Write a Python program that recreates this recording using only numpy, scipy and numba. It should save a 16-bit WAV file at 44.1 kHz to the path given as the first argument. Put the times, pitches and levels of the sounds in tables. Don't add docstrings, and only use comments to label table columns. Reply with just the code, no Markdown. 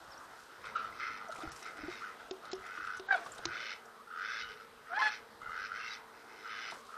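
import sys
import numpy as np
from scipy import signal
from scipy.io import wavfile
from scipy.ndimage import uniform_filter1d
from numba import njit

SR = 44100
rng = np.random.default_rng(int(sys.argv[2]) if len(sys.argv) > 2 else 0)


def materialize(psi):
    bounded = np.clip(np.atleast_2d(psi).T, -1, 1)
    quanta = np.round(bounded * 32767).astype(np.int16)
    wavfile.write(sys.argv[1], SR, quanta)


def how_loud(loudness_db):
    steps = np.asarray(loudness_db, float) / 20
    return 10 ** steps


N = 307377


def rms_one(x):
    return x / np.sqrt(np.mean(x ** 2) + 1e-20)


def in_time(rows):
    s, *columns = np.transpose(rows)
    return [np.interp(np.arange(N) / SR, s, c) for c in columns]


def drift(rate):
    knots = rng.standard_normal(int(N / SR * 400) + 2)
    return np.interp(np.arange(N) / SR * rate, np.arange(len(knots)), knots) * 1.22


def band(x, low_hz, high_hz, order=2):
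    sos = signal.butter(order, [low_hz, min(high_hz, .45 * SR)], "band", fs=SR, output="sos")
    return signal.sosfilt(sos, x)


@njit
def resonate(x, hz, r, step):
    y = np.zeros(len(x))
    for i in range(2, len(x)):
        drive = (1 - r * r) / 2 * (x[i] - x[i - 2])
        y[i] = drive + 2 * r * np.cos(step * hz[i]) * y[i - 1] - r * r * y[i - 2]
    return y


def mode(x, hz, width_hz):
    return resonate(x, hz + np.zeros(len(x)), np.exp(-np.pi * width_hz / SR), 2 * np.pi / SR)


def even(x):
    power = uniform_filter1d(uniform_filter1d(x ** 2, size=2000), size=2000)
    return x / np.sqrt(power + 1e-12)


def held(start, length, rise_db_s, fall_db_s):
    t = np.arange(0, N / SR, .001)[:, None]
    return -rise_db_s * np.maximum(start - t, 0) - fall_db_s * np.maximum(t - start - length, 0)


def summed(db, calm_db):
    total = 10 * np.log10(np.sum(how_loud(2 * db), axis=1) + how_loud(2 * calm_db))
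    return np.interp(np.arange(N) / SR * 1000, np.arange(len(total)), total)


# [f/Hz, level/dB per Hz]
MURMUR_COLOUR = [(18, -39), (30, -9), (87, -11), (175, -10.5), (294, -4), (1130, 2), (1320, 2.5),
                 (1580, -1.5), (2160, -10.5), (2800, -13.5), (3190, -11.5), (5640, -17.5), (6940, -26.5),
                 (9470, -27.5), (14700, -31)]
# [t/s, level/dB]
MURMUR_LEVEL = [(0.0, -59.5), (0.55, -60), (0.83, -55.5), (1.18, -60), (2.02, -57), (2.91, -62),
                (3.22, -55), (4.06, -64), (5.18, -60.5), (5.63, -62), (6.97, -60)]
# [f/Hz, width/Hz, level/dB]
PUMP = [
    (233.2, 20.3, -5.5),
    (450.4, 42, -1.5),
]


def yard(patchy_db=3.0):
    white, out = rng.standard_normal((2, N)), 0
    edges_hz = 100 * 2 ** np.arange(0, 7.4, 1 / 3)
    colour_hz, colour_db = np.transpose(MURMUR_COLOUR)
    murmur_db, = in_time(MURMUR_LEVEL)
    pump_db, pump_starts_s, pump_rise_db_s = -66, 0.69, 56
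    hum_db = pump_db - pump_rise_db_s * np.maximum(pump_starts_s - np.arange(N) / SR, 0)
    for k, (low, high) in enumerate(zip(edges_hz, edges_hz[1:])):
        level_db = np.interp(np.log(low * high) / 2, np.log(colour_hz), colour_db)
        flicker_db = patchy_db * np.clip(2000 / low, .3, 1) * drift(9)
        out = out + how_loud(level_db + flicker_db) * band(white[k % 2], low, high)
    out = out / np.std(band(out, 520, 1000)) * how_loud(murmur_db)
    hum = sum(how_loud(hum_db + db) * even(mode(mode(white[0], hz, w), hz, w)) for hz, w, db in PUMP)
    hiss = how_loud(-74.5) * rms_one(band(white[1], 8100, 14200))
    return out + hum + hiss


# [t/s, length/s, level/dB]
SPRAYS = [
    (0.0, 0.52, -64),
    (0.613, 0.071, -61),
    (1.317, 0.36, -56),
    (1.867, 0.22, -61),
    (2.626, 0.27, -63),
    (3.134, 0.2, -56.5),
    (5.422, 0.1, -65),
    (6.714, 0.057, -55),
    (6.85, 0.11, -64.5),
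]
# [t/s, length/s, level/dB]
GUSTS = [(0.0, 0.1, -67), (0.601, 0.536, -71), (1.33, 0.038, -74), (1.465, 0.016, -56), (1.822, 0.088, -60),
         (2.56, 0.028, -65), (2.829, 0.056, -65), (2.976, 0.0414, -70), (3.33, 0.029, -70.5),
         (3.467, 0.024, -59), (4.44, 0.051, -69), (5.201, 0.14, -75), (5.42, 0.083, -65.5),
         (5.555, 0.15, -75)]


def water_and_wind():
    s, length, db = np.transpose(SPRAYS)
    spray_db = summed(db + held(s, length, rise_db_s=253, fall_db_s=126), calm_db=-70.5)
    s, length, db = np.transpose(GUSTS)
    wind_db = summed(db + held(s, length, rise_db_s=304, fall_db_s=198), calm_db=-78.5)
    drops = rng.random(N) < 1500 * how_loud(5 * drift(25)) / SR
    drop_size = how_loud(2.5 * np.minimum(rng.exponential(1, N), 7))
    grains = drops * drop_size * rng.choice([-1, 1], N)
    spray = rms_one(band(grains, 2230, 8700)) * how_loud(spray_db - 6.5)
    rumble = band(rng.standard_normal(N), 25, 153.0) * how_loud(2.4 * drift(34))
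    return spray + rms_one(rumble) * how_loud(wind_db + 1.0)


# [t/s, peak level/dB, f/Hz]
DRIPS = [(0.655, -45, 3720), (0.668, -51, 2280), (1.3865, -49, 3480), (1.404, -46, 3900),
         (1.769, -47, 2000), (2.5533, -48, 5494), (2.9963, -51, 4067), (3.2629, -45.5, 3500),
         (3.349, -49, 5860), (1.285, -52, 5870), (1.321, -44.5, 3900), (1.3595, -41.5, 2303),
         (1.3795, -46, 2460), (1.421, -46, 3640), (1.4441, -60, 2370), (1.5175, -41, 5445),
         (1.5617, -46, 5454), (1.6265, -44, 5520), (1.6584, -46.5, 3970), (1.779, -62, 2468),
         (2.452, -47.5, 3900), (2.5152, -38.5, 4100), (2.6658, -46.5, 2970), (2.8691, -43.5, 2360),
         (2.97, -42.5, 5850), (3.1589, -44, 2438), (3.2529, -51, 5600), (3.319, -42.5, 7350),
         (3.38, -41.5, 3850), (3.8542, -52, 5659), (6.7095, -42, 3748), (6.7392, -54, 5415),
         (6.867, -50, 3890)]
# [t/s, peak level/dB, f/Hz]
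GURGLES = [(0.64, -52, 965), (0.714, -44.5, 893), (1.241, -47.5, 740), (1.349, -43, 957), (1.383, -41, 712),
           (3.26, -37, 1082), (3.329, -59, 1115), (3.389, -43, 672), (6.72, -39.5, 875), (6.744, -41, 1115),
           (6.768, -49.5, 493.6)]


def drips():
    out, t = np.zeros(N + 4410), np.arange(4410) / SR
    for s, db, hz in DRIPS:
        burst = rng.standard_normal(len(t)) * how_loud(-60 * t / 0.05) * (1 - np.exp(-t / 0.00018))
        hiss = 0.83 * band(burst, 1010, 10500, order=4) + 5.6 * mode(burst, hz, 415)
        at = round(s * SR)
        out[at:at + len(t)] += how_loud(db - 6.5) * hiss
    for s, db, hz in GURGLES:
        rising = np.sin(2 * np.pi * hz * t * (1 + 3.4 * t))
        pocket = rising * how_loud(-60 * t / 0.076) * (1 - np.exp(-t / 0.0032))
        wobble = 1 + 1.2 * band(rng.standard_normal(len(t)), 30, 400) * 7
        at = round(s * SR)
        out[at:at + len(t)] += how_loud(db) * pocket * wobble
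    return out[:N]


# [t/s, peak level/dB, f/Hz, crack level/dB, thump level/dB]
KNOCKS = [(1.101, -54, 288.3, -66, -71.5), (1.434, -37, 320, -59, -63), (1.473, -46, 325, -64, -39),
          (1.788, -46, 305, -69, -64.5), (1.834, -37, 301, -73, -67.5), (1.881, -33, 356, -57, -57),
          (2.31, -32, 376, -37.5, -68), (2.531, -30, 376, -35, -63), (2.781, -50, 320.3, -50, -63),
          (2.996, -38, 380, -40, -62), (3.454, -35, 341, -23.5, -71)]


def knocks():
    out, t = np.zeros(N + 8820), np.arange(8820) / SR
    cycles_to_die = 41
    for s, db, hz, crack_db, thump_db in KNOCKS:
        body = np.sin(2 * np.pi * hz * t) * how_loud(-60 * t * hz / cycles_to_die)
        body = body + how_loud(-10.0) * np.sin(2 * np.pi * 1.9 * hz * t) * how_loud(-60 * t / 0.059)
        snap = rng.standard_normal(len(t)) * how_loud(-60 * t / 0.014) * (1 - np.exp(-t / 0.0006))
        crack = band(snap, 570, 6500, order=6)
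        crack = 0.77 * crack + 0.72 * mode(crack, 3550, 710) - 1.4 * mode(crack, 6300, 900)
        thump = np.sin(2 * np.pi * 70 * t) * how_loud(-60 * t / 0.065)
        knock = how_loud(db) * body * (1 - np.exp(-t / 0.0011))
        at = round(s * SR)
        out[at:at + len(t)] += knock + how_loud(crack_db + 11.5) * crack + how_loud(thump_db) * thump
    return out[:N]


# [t/s, f/Hz, level/dB]
SPARROW = [
    (.103, 5280, -84),
    (.11, 5600, -54),
    (.122, 5400, -52),
    (.147, 4330, -59),
    (.157, 3900, -79),
    (.174, 5300, -54),
    (.183, 5850, -47),
    (.2, 5600, -95),
]


def sparrow():
    hz, db = in_time(SPARROW)
    t = np.arange(N) / SR
    tremble_db = 4 * drift(300) + 6.0 * np.cos(2 * np.pi * 90.0 * t)
    return how_loud(db - 9 + tremble_db) * (t < .2) * np.sin(2 * np.pi * np.cumsum(hz) / SR)


# [f/Hz, level/dB]
YELP_THROAT = [(800, 4.5), (1450, 5), (1600, 10), (1730, 6), (1900, -3), (2400, -9), (3800, -14),
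               (6500, -33), (11000, -42)]


def yelp(rows, throb_db=0, strain=1, fourth_db=0, top_db=0):
    s, hz, db, first_db, open_db = np.transpose(rows)
    span = np.arange(round(s[0] * SR), round(s[-1] * SR))
    t = span / SR
    shake = band(rng.standard_normal((8, len(t))), 90, 380) * 8
    gate = np.clip(np.minimum(t - s[0], s[-1] - t) / .004, 0, 1)
    glide = uniform_filter1d(np.interp(t, s, hz), size=400, mode="nearest")
    phase = 2 * np.pi * np.cumsum(glide * (1 + .007 * strain * shake[7])) / SR
    throb_hz, throb_top_s = 55, 3.111
    throb = np.clip((t - throb_top_s) / 0.0067 + 1, 0, 1) * np.cos(2 * np.pi * throb_hz * (t - throb_top_s))
    level_db = np.interp(t, s, db) + throb_db * throb
    throat_hz, throat_db = np.transpose(YELP_THROAT)
    out = np.zeros(N)
    for k in range(13):
        hoarse = 1 + (.24 + .1 * min(k, 6) * strain ** 2) * shake[k % 7]
        colour_db = np.interp(np.log((k + 1) * glide), np.log(throat_hz), throat_db)
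        bill_db = np.interp(t, s, [first_db, 0 * s, open_db][min(k, 2)])
        extra_db = (k == 3) * fourth_db + max(k - 3, 0) * top_db
        loud = np.sqrt(2) * gate * how_loud(level_db + colour_db + bill_db + extra_db)
        out[span] += loud * hoarse * np.sin((k + 1) * phase)
    return band(out, 480, 12000, order=3)


# [t/s, f/Hz, level/dB, first partial/dB, bill opening/dB] a
GURGLE_LOW = [
    (1.272, 775, -64, 11, -13),
    (1.285, 728, -69, 8.4, -10),
    (1.298, 638, -52, 8.8, -13),
    (1.312, 625, -79, 7.1, -10),
]
YELP_SHORT = [
    (3.08, 747, -74, 5, -16),
    (3.089, 785, -42, -7, -26),
    (3.101, 773, -51, -4, -26),
    (3.111, 815, -34, -10, -22),
    (3.12, 770, -36.5, -5, 5),
    (3.13, 765.5, -39.5, 3, 4.5),
    (3.147, 743, -36, -6, -2),
    (3.157, 677, -42, 10.5, -22),
    (3.166, 640, -59, 5, -8),
]
YELP_TAIL = [
    (3.162, 635, -61, -2, -6),
    (3.175, 607, -54.5, -5, -8),
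    (3.19, 671, -57, 4, -18),
    (3.21, 693, -64, 0, -10),
    (3.24, 685, -60, 2, -12),
]
YELP_RISE = [
    (4.895, 693, -60.5, -1, 1),
    (4.915, 670, -56.5, 3.5, -15),
    (4.935, 731, -42.5, -0.5, -15),
    (4.95, 779.5, -50.5, -3, -1),
    (4.965, 824.5, -47, -4, 6.5),
    (4.98, 849.5, -39.5, 3.5, -10),
    (4.993, 933.5, -43, -4, -15),
]
YELP_BREAK = [
    (4.99, 1035, -40, 0, 4),
    (5.003, 1030, -32, -6, -7),
    (5.015, 1058, -38, 2.5, -3),
    (5.032, 1065, -49, 0, -5.5),
]
YELP_SPLIT = [
    (5.005, 659.5, -55, -22, -12),
    (5.02, 666, -41, -23, 0),
    (5.03, 660, -41, -24, -13),
    (5.039, 680, -45, -18, -10),
]
YELP_HOLD = [
    (5.016, 874, -39, -1, 5),
    (5.027, 849, -35, -4.5, -4),
    (5.045, 856, -40, -6.5, 5),
    (5.065, 861, -35.5, -7, -2),
    (5.08, 843, -39.5, -7, 5.5),
    (5.09, 837, -54, 6.5, 15),
    (5.105, 829, -65, 2, 5.5),
]


def yelps():
    second = yelp(YELP_RISE, top_db=-1.0) + yelp(YELP_BREAK) + yelp(YELP_SPLIT) + yelp(YELP_HOLD)
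    first = yelp(YELP_SHORT, throb_db=4.0, strain=0.55, fourth_db=-8, top_db=-1.5)
    return yelp(GURGLE_LOW) + first + yelp(YELP_TAIL, strain=3.6) + second


# [t/s, peak level/dB, f/Hz]
SLAPS = [(0.6452, -48, 1350), (0.6677, -34, 1410), (0.76, -25.5, 1344), (0.765, -25, 1274),
         (0.8439, -31.5, 1349), (0.9241, -40, 2050), (0.9727, -41, 1310), (0.991, -36, 1360),
         (1.0149, -33, 1394), (1.0284, -27.5, 2060), (1.0792, -35, 1429), (1.124, -38, 1950),
         (1.146, -41, 1370), (1.1815, -42, 1883), (1.204, -40, 1260), (1.2144, -41, 1246),
         (1.3017, -39, 1355), (1.404, -34, 1220), (1.414, -35, 1274), (1.474, -35, 1345),
         (1.621, -41, 1270), (1.6564, -36.5, 1260), (1.6916, -38, 1276), (1.7477, -49, 1383),
         (1.783, -41, 1403), (1.8475, -37, 1406), (1.9135, -43, 1104), (1.914, -34, 1360),
         (2.0081, -38, 1290), (2.0178, -39, 1240), (2.044, -30, 1490), (2.2052, -41, 1530),
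         (2.5887, -39, 1355),
    (2.664, -40, 1430),
    (2.7146, -36, 1500),
    (2.7768, -32, 1246),
    (2.8052, -29, 1280),
    (2.8468, -26.5, 1430),
    (2.8731, -34, 1390),
    (2.9006, -30, 1486),
    (2.9463, -29.5, 1426),
         (3.4855, -31, 1498), (3.5208, -34, 1410), (3.5317, -34, 1400), (3.5545, -29.5, 1430),
                (3.6065, -35, 1414), (3.636, -30.5, 1540), (3.7164, -31.5, 1400), (4.074, -44, 1420),
                (4.1099, -39, 1468), (4.1415, -40, 1324), (4.1726, -34, 1293), (4.186, -28, 1410),
                (4.223, -29.5, 1434), (4.3003, -29, 1550), (4.3309, -27.5, 1550), (4.433, -34, 1430),
         (5.4166, -33, 1290), (5.4631, -36.5, 1452), (5.4931, -33.5, 1235), (5.5333, -38, 1519),
              (5.5463, -34, 1456), (5.5606, -29, 1453), (5.6008, -30, 1467), (5.6375, -30, 1435),
              (5.6906, -34.5, 1350), (5.7178, -30, 1380), (5.7749, -32.5, 1580), (5.8073, -31, 1345),
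              (5.8787, -33, 2103), (6.4469, -39, 1360), (6.461, -32.5, 1320), (6.472, -34.5, 1380),
              (6.5656, -36, 1600), (6.5962, -36, 1339), (6.6275, -32, 1580), (6.684, -31.5, 1330),
              (6.9226, -41, 1483), (6.9399, -37, 1273)]


def hard_slaps():
    out, t = np.zeros(N + 1323), np.arange(1323) / SR
    rise_s, trim_db = .0022, -5.5
    shape = t / rise_s * np.exp(1 - t / rise_s)
    for s, db, hz in SLAPS:
        top = how_loud(-18) * band(rng.standard_normal(len(t)), 1380, 5760)
        at = round(s * SR)
        out[at:at + len(t)] += how_loud(db + trim_db) * shape * (np.sin(2 * np.pi * hz * t) + top)
    return out[:N]


# [t/s, length/s, f/Hz, level/dB]
SINGS = [(0.753, 0.051, 3840, -62), (3.7, 0.027, 5060, -71), (4.257, 0.12, 3530, -58.5),
         (4.323, 0.088, 5360, -63), (4.4, 0.048, 3776, -55), (5.803, 0.089, 2685, -51),
         (5.894, 0.032, 3860, -48), (1.63, 0.027, 3880, -60), (1.92, 0.039, 3720, -59),
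         (5.03, .04, 5160, -54), (5.084, 0.06, 3900, -60), (5.03, .06, 4280, -55), (5.43, .14, 2050, -57),
         (6.67, .06, 3800, -58), (6.48, .2, 2900, -62), (6.5, .14, 3500, -64), (3.54, .17, 3500, -61),
         (3.56, .17, 2950, -60), (2.72, .2, 2550, -62), (4.4, .1, 2950, -60), (3.79, .25, 1300, -62),
         (5.11, 0.027, 5200, -62), (5.914, 0.022, 4794, -56.5), (3.148, 0.017, 3410, -56),
         (3.16, 0.013, 2420, -55)]


def sung(airy):
    out, width_hz, fade_db_s = 0, 100, 800
    for s, length, hz, db in SINGS:
        level_db = summed(db + held(np.array([s]), np.array([length]), fade_db_s, fade_db_s), -120)
        out = out + how_loud(level_db) * even(mode(mode(airy, hz, width_hz), hz, 2 * width_hz))
    return out


# [t/s, length/s, level/dB, swell/s, bill opening/dB]
HONKS = [(.93, 0.068, -48, 0.12, 2), (1.7, 0.3, -51, 0.049, -2), (2.658, 0.3, -41.5, 0.23, -13),
         (3.27, 0.18, -53, 0.13, -8), (3.425, 0.3, -44, 0.073, 0), (4.112, 0.31, -39, 0.091, -5.5),
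         (4.433, 0.098, -47.5, 0.02, -6), (4.871, 0.28, -42, 0.14, -3), (5.419, .25, -40.5, 0.14, -9),
         (5.675, .275, -44, 0.034, -2.5), (6.081, 0.12, -64, 0.021, 0.5), (6.201, 0.28, -57, 0.061, 0.5),
         (6.439, 0.27, -44.5, 0.022, -1.5), (6.895, 0.31, -45.5, 0.1, -7)]
# [t/s, length/s, level/dB, second resonance/dB, windpipe/dB]
CACKLES = [(.03, 0.15, -62.5, -14, -6), (.3, 0.1, -58, -12, -9), (0.494, 0.078, -56, -11, -10),
           (.64, 0.05, -48, -2, -9), (.756, 0.044, -35.5, -51, -22), (.82, 0.053, -45, -9, -17),
           (1.001, 0.082, -41, -1.5, -10), (1.111, 0.071, -51, 1, -4), (1.205, 0.049, -47, -9, -15),
           (1.302, 0.028, -44, -20, -16.5), (1.41, 0.045, -47, -6.5, -13), (1.625, 0.031, -52, -1, -3),
           (1.655, 0.033, -46, -2.5, -11), (2.019, 0.055, -44, -9, -16), (2.2, 0.039, -53, -10, -14),
           (2.43, 0.068, -51, -10.5, -11), (2.576, 0.0383, -54, -14, -20), (2.63, 0.24, -56, 4, -5),
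           (4.073, 0.037, -53.5, -33, -15), (4.567, 0.053, -53, -10, -8), (4.99, 0.036, -48.5, -2, 3),
           (1.47, 0.034, -49, -10, -15), (1.78, 0.036, -53, -3, -8), (1.9, 0.032, -51, 0.5, -5.5)]


def calls():
    s, length, db, swell, bill_db = np.transpose(HONKS)
    swell_db, sag_db_s, onset_db_s = 7.5, 18, 897.5
    bill_lags_s, bill_opens_s, bill_shut_db = .025, .04, 16
    age = np.clip(np.arange(0, N / SR, .001)[:, None] - s, 0, length)
    to_end = length - age
    gate = db + held(s, length - bill_lags_s, onset_db_s, fall_db_s=200)
    effort = gate - swell_db * np.maximum(1 - age / swell, 0) - sag_db_s * np.maximum(age - swell, 0)
    bill = db + held(s, length, onset_db_s, fall_db_s=450) + bill_db
    bill = bill - bill_shut_db * np.maximum(1 - age / (swell + bill_opens_s), 0)
    at, short, peak_db, second_db, pipe_db = np.transpose(CACKLES)
    cackle = peak_db + held(at, short, rise_db_s=2000, fall_db_s=300)
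    effort_db = summed(np.hstack([effort, cackle]), -75)
    neck_lift_hz, neck_stretch_s = 117, 0.096
    tight_db = summed(effort + 10 * np.log10(np.clip(age / neck_stretch_s, .01, 1)), -120)
    lift_hz = neck_lift_hz * how_loud(2 * (tight_db - effort_db))
    second_db = summed(np.hstack([bill - 5 * to_end, cackle + second_db]), -107)
    pipe_db = summed(np.hstack([bill - 35 * to_end, cackle + pipe_db]), -85)
    hurry = 10.5 * np.maximum(summed(cackle, -86.5) + 45, 0)
    return effort_db, lift_hz, second_db, pipe_db, hurry


# [f/Hz, width/Hz, level/dB]
PIPE = [(2680, 110, 3), (3050, 100, 1), (3520, 120, 0), (3850, 130, 1), (4250, 150, 0), (4800, 150, 0),
        (5150, 130, 1), (5500, 200, 0), (5950, 250, -6)]


def rasp(jitter=.09, uneven_db=1.3):
    effort_db, lift_hz, second_db, pipe_db, hurry = calls()
    open_range_db = 18
    opening = uniform_filter1d(np.clip(1.5 + (pipe_db - effort_db) / open_range_db, 0, 1), size=3000)
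    per_s = 70 + (110 - 70) * opening
    main_hz = 1224 + (1409 - 1224) * opening + uniform_filter1d(lift_hz, size=3000)
    second_hz = 1907 + (2084 - 1907) * opening
    turns = np.cumsum((per_s + hurry) * np.exp(jitter * drift(90))) / SR
    slaps = np.diff(np.floor(turns), prepend=0) * how_loud(uneven_db * np.clip(drift(150), -2, 1.5))
    lag = np.exp(-1 / (.0016 * SR))
    flow = rms_one(signal.lfilter([1], [1, -2 * lag, lag ** 2], slaps)) + .12
    puff = rms_one(flow * rng.standard_normal(N))
    source = rms_one(slaps) * .55 + puff * .55
    throat = mode(mode(mode(source, main_hz, 260), main_hz, 300), main_hz, 500)
    fixed_ring = mode(mode(mode(source, 1270, 150), 1230, 250), 1230, 280)
    main = rms_one(throat) - how_loud(-6.5) * rms_one(fixed_ring)
    main = main + how_loud(-18.5) * rms_one(band(source, 2300, 3120))
    second = mode(mode(source, second_hz, 210), second_hz, 300) + how_loud(-6.0) * band(source, 1820, 2560)
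    airy = rms_one(slaps) * .45 + puff
    slide = second_hz / 2100
    pipe = 0
    for k, (hz, width_hz, db) in enumerate(PIPE):
        centre_hz = hz * slide * (1 + 0.01 * drift(6))
        pipe = pipe + (-1) ** k * how_loud(db + 1.0 * drift(10)) * mode(airy, centre_hz, width_hz)
    pipe = band(pipe + how_loud(-13) * airy, 2300, 6300, order=6)
    voice = how_loud(effort_db - 1.0) * even(main) + how_loud(second_db - 3.0) * even(second)
    return voice + how_loud(pipe_db - 3.5) * even(pipe) + sung(airy)


def fences(x):
    t60_s = .3
    t = np.arange(round(t60_s * SR)) / SR
    tail = rng.standard_normal(len(t)) * how_loud(-60 * t / t60_s) * np.clip(t / .012 - .5, 0, 1)
    tail = tail - (1 - how_loud(-60 * t / .3)) * band(tail, 2600, 12000, order=1)
    tail = tail / np.sqrt(np.sum(tail ** 2))
    return band(signal.fftconvolve(x, tail)[:N], 300, 6500, order=1)


def scene():
    near = knocks() + yelps()
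    far = sparrow() + hard_slaps() + rasp()
    echoes = fences(how_loud(-15) * near + how_loud(-7.5) * far)
    return (yard() + water_and_wind() + drips() + near + far + echoes)[None]


def starved(x, size):
    from_hz, from_db, per_db, hole_chance = 6400, -62, .08, .4
    hz, _, lines = signal.stft(x, SR, "cosine", size, size // 2)
    height, wide = np.abs(lines), size // 128
    loud_db = 10 * np.log10(np.sum(height ** 2, axis=0) + 1e-12)
    need = np.clip(per_db * (loud_db - from_db), 0, 1.3)
    strips = np.repeat(rng.random((len(hz) // wide + 1, len(need))), wide, axis=0)[:len(hz)]
    strong = height > need * uniform_filter1d(height, size=25, axis=0)
    kept = strong * (strips > hole_chance * (need - .7)) * (1 + .3 * need ** 2)
    lines = lines * np.where(hz[:, None] > from_hz, kept, 1)
    return signal.istft(lines, SR, "cosine", size, size // 2)[1][:N]


# [from t/s, to t/s]
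SHARP_STRETCHES = [(.63, .82), (1.01, 1.05), (1.27, 1.79), (2.29, 2.34), (2.44, 2.56), (2.95, 3.48),
                   (4.05, 4.15), (4.88, 5.11), (6.69, 6.76)]
# [t/s, length/s]
DROPOUTS = [(.762, .024), (1.495, .022), (2.3, .024), (2.492, .05), (3.07, .046), (3.45, .028)]


def thinned_treble(dry):
    t = np.arange(N) / SR
    sharp = uniform_filter1d(sum((t > a) * (t < b) * 1. for a, b in SHARP_STRETCHES), size=500)
    thin = (sharp * starved(dry[0], size=512) + (1 - sharp) * starved(dry[0], size=2048))[None]
    lost = uniform_filter1d(sum((t > s) * (t < s + length) * 1. for s, length in DROPOUTS), size=150)
    dull = signal.sosfiltfilt(signal.cheby2(8, 40, 9400, fs=SR, output="sos"), thin)
    top_cut = signal.ellip(10, .5, 60, 14750, fs=SR, output="sos")
    return signal.sosfilt(top_cut, thin + lost * (dull - thin))


def low_pass(x):
    return signal.sosfilt(signal.butter(12, 14720, fs=SR, output="sos"), x)


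def record(dry):
    mix = thinned_treble(dry)
    return low_pass(mix)


dry = scene()
out = record(dry)
materialize(out)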